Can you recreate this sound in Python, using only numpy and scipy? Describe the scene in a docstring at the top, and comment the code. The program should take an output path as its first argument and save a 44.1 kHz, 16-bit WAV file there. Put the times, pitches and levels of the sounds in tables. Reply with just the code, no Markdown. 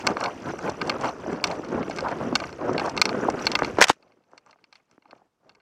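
"""In the woods, a dog runs with a small camera strapped to it; the one microphone hears the housing.
Air rumbles, and straps and fur rub in time with the stride: shaped noise that swells and fades.
A loose buckle clicks (short ringing tones), small metal parts tinkle, padding thumps (sliding tones).
A branch cracks across the housing in bursts of noise; after it everything is far quieter."""
import sys
import numpy as np
from scipy import signal
from scipy.fft import rfft, irfft
from scipy.io import wavfile
from scipy.ndimage import uniform_filter1d

SR = 44100
rng = np.random.default_rng(int(sys.argv[2]) if len(sys.argv) > 2 else 0)


def pcm_store(signal):
    """Save signal as 16-bit PCM."""
    levels = np.round(np.clip(np.atleast_2d(signal), -1, 1) * 32767)
    wavfile.write(sys.argv[1], SR, levels.astype(np.int16).T)


N = 247401


def gain_of(db):
    """Turn decibels into an amplitude factor."""
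    return 10 ** (np.asarray(db) / 20)


def evened(x):
    """Scale to an average (RMS) level of 1."""
    return x / np.sqrt(np.mean(x ** 2) + 1e-20)


def read(points, hz):
    """Read a (frequency, value) table between its points, on a log frequency scale."""
    f, value = np.transpose(points)
    return np.interp(np.log(hz + 1), np.log(f + 1), value)


def add(mix, s, sound):
    """Add a sound into mix, in place, starting at s seconds."""
    part = mix[round(s * SR):][:len(sound)]
    part += sound[:len(part)]


def peaked(db, x):
    """Scale so that the peak is at db."""
    return gain_of(db) * x / np.max(abs(x))


def noise(field_db, size, flicker_db, patchy_db):
    """Random short-time spectra under field_db(Hz, s), with flicker shared by all bins and small patches."""
    hop = size // 4
    frames = N // hop + 5
    hz = np.fft.rfftfreq(size, 1 / SR)[:, None]
    real, imaginary, patches = rng.standard_normal((frames, len(hz), 3)).T
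    patches = uniform_filter1d(patches, size=5, axis=0)
    patches = evened(uniform_filter1d(patches, size=5, axis=1))
    flicker = evened(uniform_filter1d(rng.standard_normal(frames), size=3))
    shape = gain_of(field_db(hz, np.arange(frames) * hop / SR))
    shape = shape / np.sqrt(np.sum(shape ** 2, axis=0))
    smoother_bass = hz / (hz + 120.)
    rough = gain_of((flicker_db * flicker + patchy_db * patches) * smoother_bass)
    spectra = (real + 1j * imaginary) * rough * shape
    return evened(signal.istft(spectra, nperseg=size, noverlap=size - hop)[1][:N])


# air buffeting the microphone, level over time: (t/s, level/dB)
RUMBLE = [(0, -53.5), (3.8, -49), (3.941, -78), (4.2, -95), (5.61, -85.5)]
# its tone colour: (f/Hz, level/dB per Hz)
RUMBLE_COLOUR = [(10, -10.5), (25, -6), (60, 1.5), (110, -1), (200, -22), (400, -50), (1000, -87.5)]


def rumble():
    """Air pushes unevenly on the microphone: deep noise with strong flicker and a changing level."""
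    level_db = np.interp(np.arange(N) / SR, *np.transpose(RUMBLE))

    def colour_db(hz, at):
        return read(RUMBLE_COLOUR, hz) + 0 * at
    return gain_of(level_db) * noise(colour_db, size=512, flicker_db=7.0, patchy_db=9.0)


# tone colour of the microphone's own steady noise: (f/Hz, level/dB per Hz)
SELF_NOISE = [(12, -28), (20, 2.5), (79, -11), (168, -6), (780, -9), (1060, -5), (1910, -17.5),
              (6180, -22.5), (16000, -35.5)]
SELF_NOISE_DB = -79


def self_noise():
    """The microphone makes a smooth faint noise, heard only in the quiet."""
    def colour_db(hz, at):
        return read(SELF_NOISE, hz) + 0 * at
    return gain_of(SELF_NOISE_DB) * noise(colour_db, size=1024, flicker_db=0.6, patchy_db=0.7)


# strokes of straps and fur over the housing, about two a stride: (t/s of the peak, length/s,
# drag level/dB, centre of the drag f/Hz, emphasis at the centre level/dB,
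# harshness in the upper tones level/dB, hiss of fibres level/dB)
STROKES = [(.01, .06, -39.5, 760, 10, 8, -43.5), (0.089, 0.15, -27, 556, 7, 0, -46),
           (.24, 0.19, -28, 720, 16, 7, -45.5), (.49, .12, -30.5, 397.6, 1.5, 2.5, -48),
           (.66, .15, -27.5, 620, 8, 2.5, -46), (0.899, 0.3, -30.5, 556, 4.5, 0, -52),
           (1.058, .15, -24, 800, 10.5, 0, -43.5), (1.31, .18, -28, 375, 10, 2.5, -54),
           (1.50, 0.18, -27, 600, 10, 0.5, -48.5), (1.76, .2, -26, 430, 5.5, -3, -75),
           (1.97, 0.047, -38, 420, 3.5, -2, -50), (2.068, 0.07, -22, 905, 18, 4.5, -66),
           (2.117, 0.068, -28.5, 815, 9.5, 7, -55), (2.27, 0.27, -28, 375, 4.5, -2, -57),
           (2.43, 0.25, -35.5, 624, 8, 1.5, -55), (2.699, 0.25, -26, 470, 9, 1.5, -56),
           (2.85, 0.18, -26.5, 530, 11, 5, -44), (3.08, 0.07, -29.5, 440, 10.5, 1, -72),
           (3.23, 0.36, -27, 424, 14.5, 5.5, -49), (3.43, 0.18, -33.5, 510, 7, 9.5, -43.5),
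           (3.53, 0.11, -30.5, 550, 6, 3.5, -66), (3.66, 0.15, -28, 450, 9.5, 3.5, -47),
           (4.05, .2, -62, 750, 14, -0.5, -83), (4.34, 0.14, -58.5, 653, 11.5, 5, -75.5),
           (4.494, .12, -60, 843, 9.5, 2.5, -71.5), (4.62, .08, -63.5, 400, 9, 2, -78),
           (4.76, 0.097, -65, 1100, 11.5, 2, -67), (4.93, 0.12, -65.5, 550, 6, 2, -73.5),
           (5.14, 0.24, -60.5, 718, 8.5, 2.5, -75), (5.258, .06, -68.5, 500, 8, 1, -86),
           (5.49, .16, -59.5, 602, 6.5, -0.5, -78)]
# what is left between strokes; it drops away after the branch: (t/s, drag level/dB, hiss level/dB)
REST = [(0, -39, -61), (.4, -40, -52.5), (1.4, -40, -56.5), (2.1, -33.5, -50.5), (2.55, -44.5, -56.5),
        (3.0, -34, -56), (3.76, -38, -52), (3.87, -47.5, -61), (3.94, -62, -73), (4.25, -67.5, -85),
        (4.85, -74.5, -83), (5.33, -85, -96.5), (5.61, -67.5, -89)]
REST_EMPHASIS_DB, REST_HZ, REST_HARSH_DB = 8, 416.7, 1
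RISE_SHARE = 0.49  # part of a stroke's length spent swelling


def strokes():
    """Strokes swell and fade over the rest: drag power, hiss power, drag centre (Hz), emphasis, harshness."""
    t = np.arange(N) / SR
    at, rest_db, rest_hiss_db = np.transpose(REST)
    drag = gain_of(2 * np.interp(t, at, rest_db))  # twice the dB gives power
    fibres = gain_of(2 * np.interp(t, at, rest_hiss_db))
    # overlapping strokes share their colour in proportion to power
    colour = drag * np.c_[[np.log(REST_HZ), REST_EMPHASIS_DB, REST_HARSH_DB]]
    for s, length, drag_db, hz, emphasis_db, harsh_db, hiss_db in STROKES:
        side_s = length * np.where(t < s, RISE_SHARE, 1 - RISE_SHARE)
        swell = np.exp(-(2 * (t - s) / side_s) ** 2)
        part = gain_of(2 * drag_db) * swell
        drag = drag + part
        fibres = fibres + gain_of(2 * hiss_db) * swell
        colour = colour + part * np.c_[[np.log(hz), emphasis_db, harsh_db]]
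    log_centre, emphasis_db, harsh_db = colour / drag
    return drag, fibres, np.exp(log_centre), emphasis_db, harsh_db


# basic tone colour of the drag: (f/Hz, level/dB per Hz)
RUB_COLOUR = [(15, -53), (30, -29.5), (90, -16.5), (200, 0.5), (400, -7), (800, -10), (1400, -12),
              (2000, -24), (3000, -37), (4500, -49), (8000, -89)]


def rub():
    """Straps and fur drag over the housing: low lumpy noise whose colour changes from stroke to stroke."""
    power, _, centre_hz, emphasis_db, harsh_db = strokes()
    width_octaves = .9

    def drag_db(hz, at):
        here = np.minimum(np.round(at * SR).astype(int), N - 1)
        hump = np.exp(-(np.log2((hz + 1) / centre_hz[here]) / width_octaves) ** 2)
        upper = np.clip(np.log2((hz + 1) / 720.0), 0, 1)
        return read(RUB_COLOUR, hz) + emphasis_db[here] * hump + harsh_db[here] * upper
    return np.sqrt(power) * noise(drag_db, size=512, flicker_db=3.5, patchy_db=2.5)


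SHAKE_DB, SHAKE_T60_S = -45.5, 0.53  # level against the click, time to fade by 60 dB


def shaken():
    """Each listed click shakes the fibres, which hiss on briefly: the hiss power it leaves behind."""
    out, t = np.zeros(N), np.arange(8000) / SR
    for s, peak_db, *_ in CLICKS:
        add(out, s, gain_of(2 * (peak_db + SHAKE_DB - 60 * t / SHAKE_T60_S)))
    return out


# tone colour of the hissing fibres: (f/Hz, level/dB per Hz)
HISS_COLOUR = [(900, -31), (1800, -6.5), (2700, -6), (3700, -17.5), (4400, -17), (4900, -13), (5500, -14.5),
               (6300, -16.5), (8200, -26.5), (11000, -34), (14700, -42), (16000, -56)]
# ringing of small metal parts before detuning: (f/Hz, relative level/dB, t/s to fade by 60 dB)
TINKLE = [(2294, 8, 0.003), (4070, -1.5, 0.003), (5900, 3, 0.03), (5760, 2.5, 0.036), (7500, -3, 0.0072)]


def hiss():
    """Fibres hiss finely while random ticks set small metal parts of the harness ringing."""
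    def colour_db(hz, at):
        return read(HISS_COLOUR, hz) + 0 * at
    fibres = noise(colour_db, size=128, flicker_db=-1.5, patchy_db=5.5)
    parts = np.repeat(TINKLE, 3, axis=0)  # three parts of each size, none tuned alike
    chance, size, *moved = rng.random((N, 2 + len(parts))).T
    ticks = gain_of(-3. * np.log(size + .003)) * (chance < 60 / SR)  # about 60 a second
    t, tinkle = np.arange(1000) / SR, np.zeros(N)
    for (hz, db, t60), share in zip(parts, moved):
        tone = np.sin(2 * np.pi * hz * rng.uniform(.95, 1.05) * t)
        ring = gain_of(db - 60 * t / t60) * tone * (1 - np.exp(-t / .0006))
        tinkle += signal.oaconvolve(ticks * share ** 3, ring)[:N]  # the cube: few parts move much
    power = strokes()[1] + shaken()
    return np.sqrt(power) * (fibres + gain_of(-11.5) * evened(tinkle))


FAINT_CLICKS = 45
FAINT_OVER_HISS_DB, FAINT_LOW_DB, FAINT_HIGH_DB, FAINT_REBOUND_DB, FAINT_SPREAD_DB = 16.5, 18, 13.5, -14, 5


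def faint_clicks():
    """The buckle also ticks faintly at random moments, its level following the hiss of the strokes."""
    s = rng.uniform(0, N / SR, FAINT_CLICKS)
    hiss_db = 10 * np.log10(strokes()[1][(s * SR).astype(int)])
    colour_db = np.ones((3, len(s))) * [[FAINT_LOW_DB], [FAINT_HIGH_DB], [FAINT_REBOUND_DB]]
    usual = np.transpose([hiss_db + FAINT_OVER_HISS_DB, *colour_db])
    return np.c_[s + .001, usual + FAINT_SPREAD_DB * rng.standard_normal(usual.shape)]


# the louder buckle clicks: (t/s, typical peak level/dB, low modes level/dB, high modes level/dB,
# rebound level/dB)
CLICKS = [(0.0684, -4, 7.5, 15, 2.5), (0.1695, -21.5, 15, 5, -14), (0.205, -29, -7, 24, -6),
          (0.2102, -16, 17.5, 6, -23), (0.239, -15.5, 5, 9.5, -2), (0.259, -16, 10, -6, -9),
          (0.5864, -24.5, 29, 30, 6), (0.6767, -18, 28, 7, -3), (0.6972, -25, -1, 17, -5),
          (0.815, -12, 8, 3, -4), (0.874, -30.5, -5, 22, -9), (0.8963, -7.5, 7, 8, -4),
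          (1.0114, -30, -8, 19, -13), (1.0448, -18, 17, 8, -12), (1.091, -29.5, -15, 12, -6),
          (1.3292, -29, 18, 22, -5), (1.361, -36, 10, 8, -24), (1.441, -5, -0.5, 9.5, -6),
          (1.4704, -23.5, 0, 20, 2), (1.513, -22.5, 6, 10, -1), (1.8288, -22.5, 17.5, -8, -23),
          (1.8976, -34, -7, 24, -2), (1.91, -23, 12, 7, -3), (1.9623, -30, -14, 17.5, -10),
          (1.986, -16.5, 11, 8, -5), (2.007, -25, -2, 16, -22), (2.1154, -23.5, 19.5, 19.5, -11),
          (2.3544, -3.5, 2.5, 9.5, -3.5), (2.4015, -19, 10, 8, -9), (2.4384, -19, 19, 8, -5),
          (2.732, -32.5, -2, 23, -1), (2.78, -13, 6, 2, -15), (2.7967, -15, 9, 5, -5),
          (2.8586, -27.5, 2, 17, 2), (2.8961, -26.5, 0, 19, -6), (2.967, -20.5, 16, 22, -10),
          (2.9764, -10.5, 6.5, 3, -12), (2.9965, -33, -7, 14, -17), (3.016, 1, 1.5, 10, -5),
          (3.055, -8, 4, 11, -25), (3.092, -14.5, 6.5, 3, -23), (3.301, -20, 14.5, 24, -28),
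          (3.392, -27, 10, -8, -16), (3.454, -24, -14, 18.5, 5), (3.4683, -3.5, 0.5, 3, -6),
          (3.5173, -14.5, -3, 11, -10), (3.5533, -4, 0, 1, -5), (3.5902, -11.5, 21, 18, -12),
          (3.6335, -19, 10, 3, -20), (3.6467, -14.5, 9.5, 5, -8), (4.0262, -46.5, 3.5, -5, -4.5),
          (4.079, -58.5, 6, -4, -3.5), (4.121, -49, 13, -16, -15), (4.2381, -58.5, 8, 0, -8),
          (4.3157, -55.5, 12.5, 22, -9), (4.3784, -34.5, 3, 10.5, -14), (4.4624, -42.5, 24, 28, -11.5),
          (4.5102, -43, -4, 11, -12), (4.5293, -41.5, 18, 0, -18), (4.587, -52, 25, -4, -8),
          (4.6413, -40, 5, 3, -13.5), (4.7268, -36, 4, 6, -3), (4.7553, -38, 2.5, 4, -9),
          (4.799, -53, 21.5, -3, 0), (4.9126, -48, 11.5, 22.5, -17.5), (5.023, -49, 10, -5, -9),
          (5.0558, -46, 25, -7, -15), (5.079, -62, -4, 7, -4), (5.1096, -38, 1, 1, -4),
          (5.1512, -54, 18, 18, -3), (5.1794, -60.5, -2, 7, -5.5), (5.494, -38.5, 3, 3, -5),
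          (5.519, -58, -5.5, -2, -5), (5.55, -45.5, 11, 14.5, -1), (5.601, -52.5, 13.5, -3, -2.5)]
# the housing's ringing tones (modes): (f/Hz, level/dB, longest t/s to fade by 60 dB)
HOUSING = [(630, -7, 0.007), (908, -9.5, 0.015), (1218, -15, 0.032), (1542, -13.5, 0.024),
           (2163, -9, 0.018), (2375, -6, 0.011), (2707, -2.5, 0.0099), (3205, -17.5, 0.024),
           (3550, -5, 0.0078), (3730, -17, 0.039), (4361, 6, 0.0072), (5154, -5.5, 0.0078),
           (5760, -15, 0.0081), (6300, -21.5, 0.0097), (7490, -9.5, 0.0036), (8720, -26, 0.021),
           (11400, -46, 0.0089), (14800, -37, .008)]
# bright snap of contact: level at a full blow, extra fall in dB per dB for softer blows, fade time
SNAP_DB, SNAP_SLOPE, SNAP_T60_S = -29.5, .8, 0.018


def clicks():
    """Each buckle click rings the housing, high modes first, with one rebound and a fading chatter."""
    hz, db, t60 = np.transpose(HOUSING)[:, :, None]
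    t, out = np.arange(2000) / SR, np.zeros(N)
    t60 = np.minimum(t60, 55 / hz)  # plastic loses a like share of energy each cycle
    spread_db, contact_s, detune, chatter_t60 = 1.5, .0011, .015, .03
    low = np.clip(np.log2(3500 / hz), 0, 1)
    high = np.clip(np.log2(hz / 4600) * 3, 0, 1)
    rise = 1 - np.exp(-(t / (contact_s + 0.5 / hz)) ** 2)  # low modes take longer to build up
    for s, peak_db, low_db, high_db, rebound_db in [*CLICKS, *faint_clicks()]:
        # two blows, each on a slightly other spot
        spot, phase, grip = rng.standard_normal((3, 2, len(hz), 1))
        level_db = db + low_db * low + high_db * high + spread_db * spot
        tones = np.sin(2 * np.pi * hz * (1 + detune * grip) * t + 3. * phase)
        first, second = (gain_of(level_db - 60 * t / t60) * rise * tones).sum(axis=1)
        chatter = rng.standard_normal(len(t)) * gain_of(-26.5 - 60 * t / chatter_t60)
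        add(first, 0, signal.fftconvolve(chatter, second)[:len(t)])
        add(first, .0038, gain_of(rebound_db) * second)
        crest = 3.9 * np.sqrt(np.mean(first[:300] ** 2))  # typical peak of the first few milliseconds
        snap = np.diff(rng.standard_normal(len(t) + 1))  # differences make the noise bright
        snap = snap * (1 - np.exp(-t / contact_s)) * gain_of(-60 * t / SNAP_T60_S)
        snap = snap * gain_of(SNAP_DB + SNAP_SLOPE * np.clip(peak_db, -20, 0))
        add(out, s - .0008, gain_of(peak_db) * (first / crest + snap))
    return out


# dull thumps of padding on the housing: (t/s of the peak, level/dB, pitch at the peak f/Hz,
# fall after it in octaves, t/ms to fade by 60 dB)
THUMPS = [(0.071, -25, 1190, 0.0, 20), (0.1, -16.5, 840, 0.2, 15), (0.17, -13.5, 1230, 0.38, 4.7),
          (0.5377, -21.5, 597, 0.68, 30), (1.263, -23.5, 824, 0.39, 41), (1.2973, -20.5, 458, 1.17, 30),
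          (1.5958, -21, 548, 0.94, 20), (1.8854, -23, 385, 0.31, 6.2), (1.8996, -17.5, 680, 0, 12),
          (1.941, -29, 565, 0.5, 9), (2.0266, -20.5, 565, 0.18, 40), (2.2127, -19, 790, 1, 14),
          (2.3281, -16, 580, 1.2, 22), (2.626, -20, 620, 0.98, 14), (3.1291, -21, 1680, 0.53, 6.3),
          (3.2855, -13.5, 702, 0.43, 13), (3.2879, -8, 846, 0.051, 18), (3.4559, -23, 300, 0.18, 9.3),
          (3.6218, -6.5, 1087, 1.34, 9), (3.7867, -8.5, 615, 0.76, 16), (3.8154, -9, 1502, 0.57, 19),
          (3.9006, -2.5, 916, 0.24, 9), (4.335, -36, 773, 1.18, 8.7), (4.5298, -57, 787, 0.31, 14),
          (4.5598, -50.5, 1100, 0.7, 24), (4.9805, -43.5, 864, 1.7, 21.3), (5.058, -44, 966, 0.19, 25),
          (5.1311, -32.5, 1019, 0.96, 14.5), (5.2192, -46.5, 777, 0, 15.3)]


def thumps():
    """A blow sends a bending wave through the padding: high tones arrive first, so the pitch slides down."""
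    t, out = np.arange(2500) / SR - .003, np.zeros(N)  # the peak is at t = 0
    # the whole housing sways after
    sway = np.sin(2 * np.pi * 290. * t) * (1 - np.exp(-(np.maximum(t, 0) / 0.0012) ** 2))
    body = gain_of(-6.5) * sway * gain_of(-60 * t / 0.023)
    for s, peak_db, hz, fall, t60_ms in THUMPS:
        pitch_hz = hz * 2 ** (-fall * np.tanh(t / 0.001))
        cycles = np.cos(2 * np.pi * (np.cumsum(pitch_hz) / SR + rng.random()))
        swell = np.where(t < 0, np.exp(-(t * hz / 0.72) ** 2), gain_of(-60e3 * t / t60_ms))
        add(out, s + t[0], gain_of(peak_db) * (cycles * swell + body))
    return out


# the branch cracking across the housing: (t/s of the start, level/dB before the 13.5 dB cut below,
# tilt in dB per octave, t/ms to fade by 60 dB)
CRACKS = [(3.77, -14.5, -9, 39), (3.785, -6.5, -7, 60), (3.797, -6.5, -10.5, 57), (3.808, -4.5, 2.5, 36),
          (3.8133, 11.5, -3.5, 26), (3.822, 9, 0, 34), (3.83, -1.5, -0.5, 25), (3.838, 0, 0, 16),
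          (3.8408, 6, 0, 20), (3.851, -13, -6, 32), (3.869, -17.5, -1.5, 100), (3.883, -7.5, 0.5, 40),
          (3.8942, -2, 0, 35), (3.8981, 5.5, -4, 20), (3.9066, -8, -1, 33), (3.929, -34, 0.5, 51)]
# tone colour of the cracks before tilting: (f/Hz, level/dB per Hz)
CRACK_COLOUR = [(35, -37), (60, -31.5), (301, -21.5), (566, -8.5), (1740, -1), (2250, -7.5), (2710, -7),
                (4750, -12.5), (5590, -8.5), (7570, -16.5), (12400, -36), (14600, -41.5), (16000, -43)]
CRACK_RISE_MS = .7


def branch():
    """The branch splinters: every crack is a sharp burst of noise with its own tilt."""
    t, hz, out = np.arange(4096) / SR, np.fft.rfftfreq(4096, 1 / SR), np.zeros(N)
    for s, peak_db, tilt_db, t60_ms in CRACKS:
        octaves = np.log2(np.clip(hz, 300, 7000) / 2000)
        colour = gain_of(read(CRACK_COLOUR, hz) + tilt_db * octaves)
        burst = evened(irfft(rfft(rng.standard_normal(4096)) * colour))
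        swell = (1 - np.exp(-(1e3 * t / CRACK_RISE_MS) ** 2)) * gain_of(-60e3 * t / t60_ms)
        add(out, s, gain_of(peak_db) * burst * peaked(-13.5, swell))
    return out


def scene():
    """Add all the sounds, the same in both channels."""
    mono = rumble() + self_noise() + rub() + hiss() + clicks() + thumps() + branch()
    return np.tile(mono, (2, 1))


# faint random noise, opposite in the two channels, strongest in the treble, # against the mono sound: (f/Hz,
# level/dB)
SIDE_COLOUR = [(60, -36), (250, -50.5), (550, -56), (1400, -55.5), (2800, -48.5), (5600, -37),
               (10000, -18.5), (15000, -20)]
EDGE_HZ = 16300  # upper band limit


def record(dry):
    """Deep bass is dropped, the input clips, faint opposite noise makes the two channels differ slightly; then
    the band limit."""
    mono = signal.lfilter(*signal.butter(2, 50., "high", fs=SR), dry[0])
    mono = np.clip(mono, -1, 1)
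    hz, _, spectra = signal.stft(mono, SR, nperseg=1024)
    random_phase = np.exp(2j * np.pi * rng.random(spectra.shape))
    side_gain = gain_of(read(SIDE_COLOUR, hz))[:, None]
    side = signal.istft(spectra * side_gain * random_phase, SR, nperseg=1024)[1][:N]
    pair = np.array([mono + side, mono - side])
    low_pass = signal.firwin(511, EDGE_HZ, window=("kaiser", 11), fs=SR)
    return signal.oaconvolve(pair, low_pass[None], "same")


dry = scene()
out = record(dry)
pcm_store(out)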